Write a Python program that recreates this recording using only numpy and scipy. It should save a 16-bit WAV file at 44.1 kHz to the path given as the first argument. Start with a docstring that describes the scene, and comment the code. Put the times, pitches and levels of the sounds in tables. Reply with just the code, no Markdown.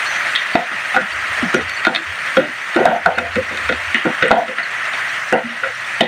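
"""A spatula knocks and scrapes chopped leaves out of a plastic tub into a pan of simmering sauce.
Each knock or scrape shakes the tub, which rings at a few pitches and soon goes quiet.
The pan's fizz is shaped noise and clicks; a faint stove hum, oil spits and leaf rustles are noise too.
Thin squeaks are short tones, and the swaying tub rumbles low.
The close microphone's gain control ducks the fizz after each knock and the loudest blows clip."""
import sys
import numpy as np
from scipy import signal
from scipy.io import wavfile
from scipy.ndimage import uniform_filter1d, minimum_filter1d

SR = 44100
rng = np.random.default_rng(int(sys.argv[2]) if len(sys.argv) > 2 else 0)


def put_to_file(sound):
    """Save the sound as 16-bit audio at rate SR, in the file named by the first command-line argument."""
    columns = np.atleast_2d(sound).T  # one column per channel
    safe = np.clip(columns, -1, 1)
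    whole_steps = np.round(safe * 32767)
    wavfile.write(sys.argv[1], SR, whole_steps.astype(np.int16))


N = 267815  # length of the sound in samples


def amp(db):
    """Turn decibels into a plain multiplier."""
    return 10 ** (np.asarray(db) / 20)


def evened(x):
    """Scale a signal to an average (RMS) strength of 1."""
    return x / np.sqrt(np.mean(x ** 2) + 1e-20)


def curve(rows):
    """Join a table's rows with straight lines: each column after the time, at every sample."""
    s, *columns = np.transpose(rows)
    return [np.interp(np.arange(N) / SR, s, column) for column in columns]


def mode(x, hz, width):
    """One pitch at which a thing rings: a click starts a tone about 1 high; more width, faster fading."""
    radius = np.exp(-np.pi * width / SR)
    angle = 2 * np.pi * hz / SR
    return signal.lfilter([0, np.sin(angle)], [1, -2 * radius * np.cos(angle), radius ** 2], x)


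def band(x, lo_hz, hi_hz):
    """Keep mainly the sound between two pitches."""
    return signal.sosfilt(signal.butter(2, [lo_hz, hi_hz], "bandpass", fs=SR, output="sos"), x)


def ring(x, hz, width):
    """A mode that only the part of the blow near its own pitch excites, so it swells in softly."""
    return mode(band(x, 0.865 * hz, 1.35 * hz), hz, width)


def clicks(per_s, spread_db):
    """Random clicks of either sign; a few are much larger."""
    size = amp(spread_db * np.minimum(rng.exponential(1, N), 5))
    signed = size * rng.choice([-1., 1.], N)
    return evened(signed * (rng.random(N) < per_s / SR))


# Simmer strength over time: t/s, level/dB, treble lift/dB (grows from 2.5 kHz, full from 5 kHz up)
SIMMER_STRENGTH = [(0, -18, -7), (.5, -16.5, -8.5), (1.2, -16, -8), (1.8, -17.5, -9.5), (2.4, -19, -7),
                   (3, -17.5, -10), (3.6, -19.5, -8), (4.2, -16.5, -9.5), (4.8, -18, -9.5),
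                   (5.4, -24.5, -6), (6.07, -22, -7.5)]
# Broad colour of the fizz: f/Hz, relative level/dB per Hz
FIZZ_COLOUR = [(76, -72), (130, -22), (147, -16.5), (232, -28.5), (267, -30), (391, -19), (478, -28),
               (645, -17.5), (871, -15), (1750, -3), (2890, -11.5), (3130, -14.5), (9060, -27.5),
               (11500, -42), (15600, -43.5)]
# Resonances of the pan in the fizz: f/Hz, width/Hz, level/dB added at the peak
PAN_PEAKS = [(627.5, 57, 12.5), (1313, 33, 11), (1930, 130, 4.5), (3190, 56, 4), (4400, 42, 6.5),
             (6280, 980, 3), (8990, 700, 6.5), (15000, 1000, 13.5)]


def simmer():
    """Thousands of small bubbles burst each second, coloured by the pan, in drifting patches."""
    level_db, treble_db = curve(SIMMER_STRENGTH)
    bursts = clicks(5000, 1.0) + 1.44 * rng.standard_normal(N)
    # split the sound into pitches (rows) and short moments (columns)
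    hz, t, z = signal.stft(bursts, SR, nperseg=512, noverlap=384)

    colour_hz, value_db = np.transpose(FIZZ_COLOUR)
    colour_db = np.interp(np.log(hz + 1), np.log(colour_hz), value_db, -55)
    for centre, width, db in PAN_PEAKS:
        colour_db += db / (1 + (2 * (hz - centre) / width) ** 2)

    patches = uniform_filter1d(rng.standard_normal(z.shape), 6, 0)  # smooth over pitch
    patches = evened(uniform_filter1d(patches, 9, 1))  # then over time
    depth_db = np.interp(hz, [2000, 5000], [1.4, 2.3])[:, None]  # the treble is patchier
    flicker = evened(uniform_filter1d(rng.standard_normal(len(t)), 6))
    treble_share = np.clip(np.log2((hz[:, None] + 1) / 2500), 0, 1)
    lift_db = np.interp(t * SR, np.arange(N), treble_db) * treble_share

    z = z * amp(colour_db[:, None] + depth_db * patches + 0.67 * flicker + lift_db)
    fizz = signal.istft(z, SR, nperseg=512, noverlap=384)[1][:N]
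    return amp(level_db) * evened(fizz)


HUM_HZ, HUM_DB = 118.4, -50


def stove():
    """A narrow wavering hum: noise rings one low pitch."""
    return amp(HUM_DB) * evened(mode(rng.standard_normal(N), HUM_HZ, 6))


SPITS_PER_S, SPITS_DB = 25, -58


def spits():
    """Sparse droplets of oil snap: short, faint puffs of noise."""
    t = np.arange(900) / SR
    fade = amp(-60 * t / .015)  # 60 dB in 15 ms
    puffs = signal.oaconvolve(abs(clicks(SPITS_PER_S, 2.0)), fade)[:N]
    return amp(SPITS_DB) * evened(band(puffs * rng.standard_normal(N), 3500, 9000))


RUSTLES_PER_S, RUSTLES_DB = 26, -50  # all pitches together
# Pitches of the sliding leaves: f/Hz
RUSTLE_PITCHES = [3760, 4120, 5600, 5960]


def rustles():
    """Leaves slide at random and give brief fuzzy chirps at a few high pitches."""
    t, out = np.arange(2000) / SR, np.zeros(N)
    puff = t * amp(-60 * t / .06)  # swells, then fades
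    for hz in RUSTLE_PITCHES:
        starts = abs(clicks(RUSTLES_PER_S / len(RUSTLE_PITCHES), 2.0))
        slides = signal.oaconvolve(starts, puff)[:N]
        out += slides * evened(mode(rng.standard_normal(N), hz, 150))
    return amp(RUSTLES_DB) * evened(out)


# Brief rings of the tub and thin squeaks as the blade sticks and slides:
# start t/s, length/s, f/Hz, level/dB at the peak
SQUEAK_TONES = [(0.039, 0.18, 6050, -33), (0.056, 0.039, 4350, -25), (0.358, .009, 3490, -6),
                (0.551, 0.0096, 288, 2.5), (0.5542, 0.012, 702.6, -1), (0.53, .029, 4480, -28),
                (0.574, 0.017, 740, -10), (0.591, 0.021, 699, -7), (0.616, 0.031, 705, -12),
                (0.733, 0.044, 198, -33), (0.943, 0.013, 780, -10), (0.959, 0.058, 515, -9.5),
                (0.96, 0.021, 773, -2.5), (1.01, 0.054, 198, -21), (1.115, .031, 4550, -25.5),
                (1.427, .027, 237.5, -8.5), (1.447, 0.049, 184, -20), (1.539, 0.027, 6300, -25),
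                (1.541, 0.022, 360, -4), (1.545, 0.038, 5750, -25), (1.583, 0.049, 446, -18),
                (1.677, 0.077, 4470, -29), (1.73, .037, 6050, -32), (1.763, 0.028, 4450, -24),
                (1.793, 0.017, 4400, -30), (1.869, 0.018, 335, -3.5), (1.88, .06, 700, -28),
                (1.945, 0.015, 3996, -16.5), (1.952, 0.044, 4050, -24), (1.96, 0.088, 329, -27),
                (2.352, 0.033, 5570, -35), (2.367, 0.02, 3260, -9), (2.37, 0.038, 528, 5),
                (2.404, 0.084, 600, -16.5), (2.76, 0.021, 347.7, 1), (2.802, .022, 377, -2),
                (2.852, 0.021, 700, 6), (2.89, .011, 700, -6), (2.913, 0.048, 700, -2),
                (2.96, 0.014, 700, -2), (3.056, 0.018, 720, -6), (3.064, 0.037, 175.8, -13.5),
                (3.152, 0.017, 4270, -25), (3.181, .009, 1550, 2), (3.218, 0.091, 690, -19),
                (3.377, 0.037, 520, -5), (3.943, 0.03, 235, -16), (3.944, .05, 2990, -16),
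                (4.051, .022, 319, -3), (4.245, 0.022, 515, -3.5), (4.281, .0049, 8500, -17),
                (4.373, 0.028, 700, 3), (4.405, 0.049, 694, -9.5), (4.629, 0.015, 4390, -21),
                (4.632, 0.041, 4130, -31.5), (5.323, .03, 372.6, -5.5), (5.333, 0.013, 2760, -9),
                (5.438, 0.05, 235, -17.5), (5.463, 0.12, 235, -27), (5.627, 0.061, 535, -17),
                (5.844, .011, 3500, -27), (6.007, 0.0077, 3010, 2.5), (6.0075, 0.018, 650, 0.5)]


def squeaks():
    """Short tones with soft ends; the higher ones waver more."""
    t, out = np.arange(N) / SR, np.zeros(N)
    for start, length, hz, db in SQUEAK_TONES:
        progress = np.clip((t - start) / length, 0, 1)
        swell = np.sin(np.pi * progress ** .7)
        waver = np.sqrt(hz / 5000) * evened(uniform_filter1d(rng.standard_normal(N), 250))
        out += amp(db) * swell * np.sin(2 * np.pi * hz * t + 0.68 * waver)
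    return out


# Strokes along the tub, first pressure on each part:
# start t/s, length/s, then level/dB on floor, wall, corner, rim, lip, blade
RUBS = [(0.352, 0.12, -61, -57, -54, -34, -13, -14), (0.561, .11, -19.5, -17, -14, -18, -15.5, -24),
        (0.716, 0.072, -30, -41, -29, -16, -15, -30), (0.964, 0.12, -19, -31, -18, -2, -13.5, -28),
        (1.425, 0.12, -23, -37, -29, -21, -35, -42), (1.542, .11, -11.5, -14.5, -22.5, -10, -14, -22),
        (1.87, 0.13, -16, -17.5, -16.5, -11.5, -35, -25), (1.942, 0.16, -29.5, -38, -46, -30, -18.5, -22),
        (2.37, 0.16, -9.5, -19, -19.5, -8.5, -12, -24.5), (2.771, 0.17, -14.5, -9, -10.5, -9.5, -14, -55),
        (2.864, 0.17, -13.5, -13.5, -4.5, -5.5, -15.5, -25), (3.06, 0.15, -28, -12, -9, -6, -36, -44),
        (3.175, 0.15, -23, -15.5, -21.5, -13.5, -17.5, -44),
        (3.364, 0.09, -15.5, -14, -43, -18, -17, -56.5), (3.511, 0.17, -30, -28, -42, -47, -35, -37),
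        (3.695, 0.086, -19, -15, -28.5, -12.5, -16.5, -23.5), (3.945, .08, -21, -56, -32, -15, -5, -21),
        (4.058, 0.087, -10, -12, -16.5, -12, -22, -48), (4.224, 0.13, -13, -8.5, -30, -5.5, -5, -19.5),
        (4.308, 0.17, -12, -9, -4.5, -6.5, -19, -20.5), (4.481, 0.096, -28.5, -18, -46, -28, -17, -48),
        (4.584, 0.067, -32, -50, -26, -8.5, -12.5, -37), (5.326, 0.12, -14.5, -5.5, -9.5, -7, -11.5, -47),
        (5.43, 0.39, -38, -48, -38, -24.5, -21, -38), (5.633, 0.13, -50, -25, -31, -13.5, -16.5, -86),
        (6.007, 0.13, -13, -11, -14.5, -20, -9.5, -14)]
# How each part (same order) eases off in a stroke: fall by the end/dB, bend (under 1 early, over 1 late)
PART_EASING = [(-28.5, 1.46), (-31.5, 1.67), (-31, 2.6), (-27.5, 0.88), (-13.5, 0.57), (-27.5, 1.16)]
TOUCH_S = 0.0016  # time the blade takes to press on


def eased():
    """Rubbing level of each part in dB: a quick touch, then a fall at the part's own pace."""
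    t = np.arange(N) / SR
    level_db = np.full((len(PART_EASING), N), -80.)
    fall_db, bend = np.transpose(PART_EASING)[:, :, None]
    for start, length, *parts_db in RUBS:
        on = slice(round((start - TOUCH_S) * SR), round((start + length) * SR))
        progress = np.clip((t[on] - start) / length, 0, 1)
        touch_db = 40 * np.minimum((t[on] - start) / TOUCH_S, 0)
        stroke_db = np.c_[parts_db] + fall_db * progress ** abs(bend) + touch_db
        level_db[:, on] = np.maximum(level_db[:, on], stroke_db)
    return level_db


# Ringing modes of floor, wall, corner, rim and lip of the tub and of the blade, one list a part:
# f/Hz, width/Hz (as knocked; rubbing narrows it), level/dB relative to the other modes
TUB_MODES = [
    [(171.7, 90, -2), (231.8, 52, 4.5), (302.3, 64, 2), (365, 19, -3.5)],
    [(505.4, 61, 5.5)],
    [(687.4, 95, 5), (749, 74, 2), (887, 97, 0.5)],
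    [(1423.6, 53, 6.5), (1490, 170, 10)],
    [(1950, 230, 15), (2577, 53, 4), (2842, 180, 5)],
    [(3303, 375, 14), (3605, 99, 10.5), (4400, 88, -6), (4265, 43, -3.5)],
]


def strokes():
    """The blade edge slips unevenly and keeps the modes of each part it rubs ringing."""
    out = np.zeros(N)
    fall = np.arange(N) * 1000.0 / SR  # the modes ring out after the blade lifts, dB
    for level_db, part in zip(eased(), TUB_MODES):
        level_db = np.maximum.accumulate(level_db + fall) - fall
        slips = clicks(400, 1.5) + 0.42 * rng.standard_normal(N)
        rubbed = np.zeros(N)
        for hz, width, db in part:
            rubbed += amp(db) * evened(ring(slips, hz, 0.59 * width))
        rubbed = evened(rubbed)
        # divide by part of the smoothed strength, so each stroke rings more steadily
        steadier = rubbed / (uniform_filter1d(rubbed ** 2, 700) + .05) ** 0.11
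        out += amp(level_db) * evened(steadier)
    return out


# Blows: t/s, force level/dB over the rubbing that follows, crack level/dB,
# hardness/dB gained from each part to the next (floor, wall, corner, rim, lip, blade)
BLOWS = [(0.359, -14, -19, 2.5), (0.5537, 5.5, -17, -0.16), (0.9444, 9, -18, -1.8), (0.9637, -6.5, -5, 1),
         (1.5441, -2, 4, 0), (1.6104, -7, -33, 1.5), (1.696, -16, -1, 3), (1.8503, 5.5, -4, 1.5),
         (1.8682, 2, -22, 1.1), (1.949, -5, -4, 3), (1.96, -0.5, -19, 2.5), (2.3695, 1, -8, 0.65),
         (2.7464, -4, -22, 0.7), (2.7626, 2, -3, 0.4), (2.8547, 11, 8, 0.07), (3.0599, 5, 2, 0.4),
         (3.1847, 5.5, 1, 0.5), (3.3565, -4, -4, 1.4), (3.5732, -11.5, -5, 3), (3.6908, -9, -12.5, 1.3),
         (3.7244, 1, -14, 0.8), (3.9445, -6.5, -5, 0.2), (4.0547, 2.5, -11, -2.8), (4.2246, -3.5, -6, 0.1),
         (4.3129, 5, 2, .3), (4.4818, 4, -21, -1), (4.5837, -5.5, -37, 1.3), (4.9352, -8, -18, 1.5),
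         (5.3262, -11, 3, -0.2), (5.641, -12, -23, 1.1), (6.0086, -1, -1, 0.3)]
# How much harder a blow drives each part than rubbing, before force and hardness: level/dB, same order
BLOW_OVER_RUB = [4, -11.5, 9.5, 2.5, 3, 2]
# Least rubbing level counted for each part, for a light tap that starts no stroke: level/dB, same order
LIGHT_TAP = [-32, -35, -37, -26, -24.5, -31]
SETTLE_S = .008  # from the blow to the rubbing it starts


def knocks():
    """Each blow cracks, then chatters as it fades, driving the parts that its stroke goes on to rub."""
    t, rubbing_db = np.arange(1500) / SR, eased()
    chatter = rng.standard_normal((len(BLOWS), len(t))) * amp(-27.5 - 60 * t / 0.069)
    chatter[:, 0] = 1  # the hit itself
    drive = np.zeros((len(TUB_MODES) + 1, N + len(t)))  # row 0 is the crack, then one row a part
    for (s, force_db, crack_db, hard_db), blow in zip(BLOWS, chatter):
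        at = round(s * SR)
        following_db = np.maximum(rubbing_db[:, at + round(SETTLE_S * SR)], LIGHT_TAP)
        parts_db = following_db + BLOW_OVER_RUB + force_db + hard_db * np.arange(len(TUB_MODES))
        drive[:, at:at + len(t)] += amp(np.r_[crack_db, parts_db])[:, None] * blow

    out = band(drive[0, :N], 4500, 9200)
    for part_drive, part in zip(drive[1:], TUB_MODES):
        for hz, width, db in part:
            out += amp(db) * ring(part_drive[:N], hz, width)
    return out


# The tub sways in the hand and rumbles: middle t/s, length/s, level/dB at the middle
SWAYS = [(1.0, .1, -42), (1.165, 0.22, -32.5), (1.32, .1, -31), (1.424, 0.17, -39), (1.637, 0.3, -32),
         (2.104, 0.13, -32), (2.93, 0.15, -36.5), (3.093, 0.28, -29.5), (3.26, 0.24, -28.5),
         (3.395, 0.15, -26), (3.51, 0.2, -36), (3.714, 0.34, -30), (3.873, 0.15, -34), (5.682, 0.064, -41)]


def sway():
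    """Low lumpy noise around the tub's slowest flexing, one swell for each sway."""
    t, swells = np.arange(N) / SR, np.zeros(N)
    for middle, length, db in SWAYS:
        swells += amp(db) * np.cos(np.pi * np.clip((t - middle) / length, -.5, .5)) ** 2
    rumble = ring(mode(rng.standard_normal(N), 92, 25), 77.5, 40)
    return swells * evened(rumble)


def scene():
    """All the sounds added together, as one channel."""
    pan = simmer() + stove() + spits()
    tub = rustles() + squeaks() + strokes() + knocks() + sway()
    return (pan + tub)[None]


EDGE_HZ = 15650  # almost nothing passes far above this


def record(dry):
    """Gain control falls quickly, holds briefly and recovers; peaks clip; then the band limit."""
    power_db = 10 * np.log10(abs(uniform_filter1d(dry[0] ** 2, 500)) + 1e-12)
    held_db = -minimum_filter1d(-power_db, size=4001, origin=2000)  # the loudest of the last 90 ms
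    rise = np.arange(N) * 42.0 / SR  # the held level sinks by 42 dB a second
    sinking_db = np.maximum.accumulate(held_db + rise) - rise
    over_db = np.maximum(sinking_db + 18.5, 0)  # ducking starts above -18.5 dB
    duck_db = 0.41 * uniform_filter1d(over_db, 300, origin=100)
    high_passed = signal.lfilter(*signal.butter(1, 45, "high", fs=SR), dry)
    ducked = high_passed / amp(duck_db)
    clipped = np.clip(1.15 * np.tanh(ducked / 1.15), -1, 1)
    lowpass = signal.firwin(511, EDGE_HZ, window=("kaiser", 9), fs=SR)
    return signal.oaconvolve(clipped, lowpass[None], "same")


dry = scene()
out = record(dry)
put_to_file(out)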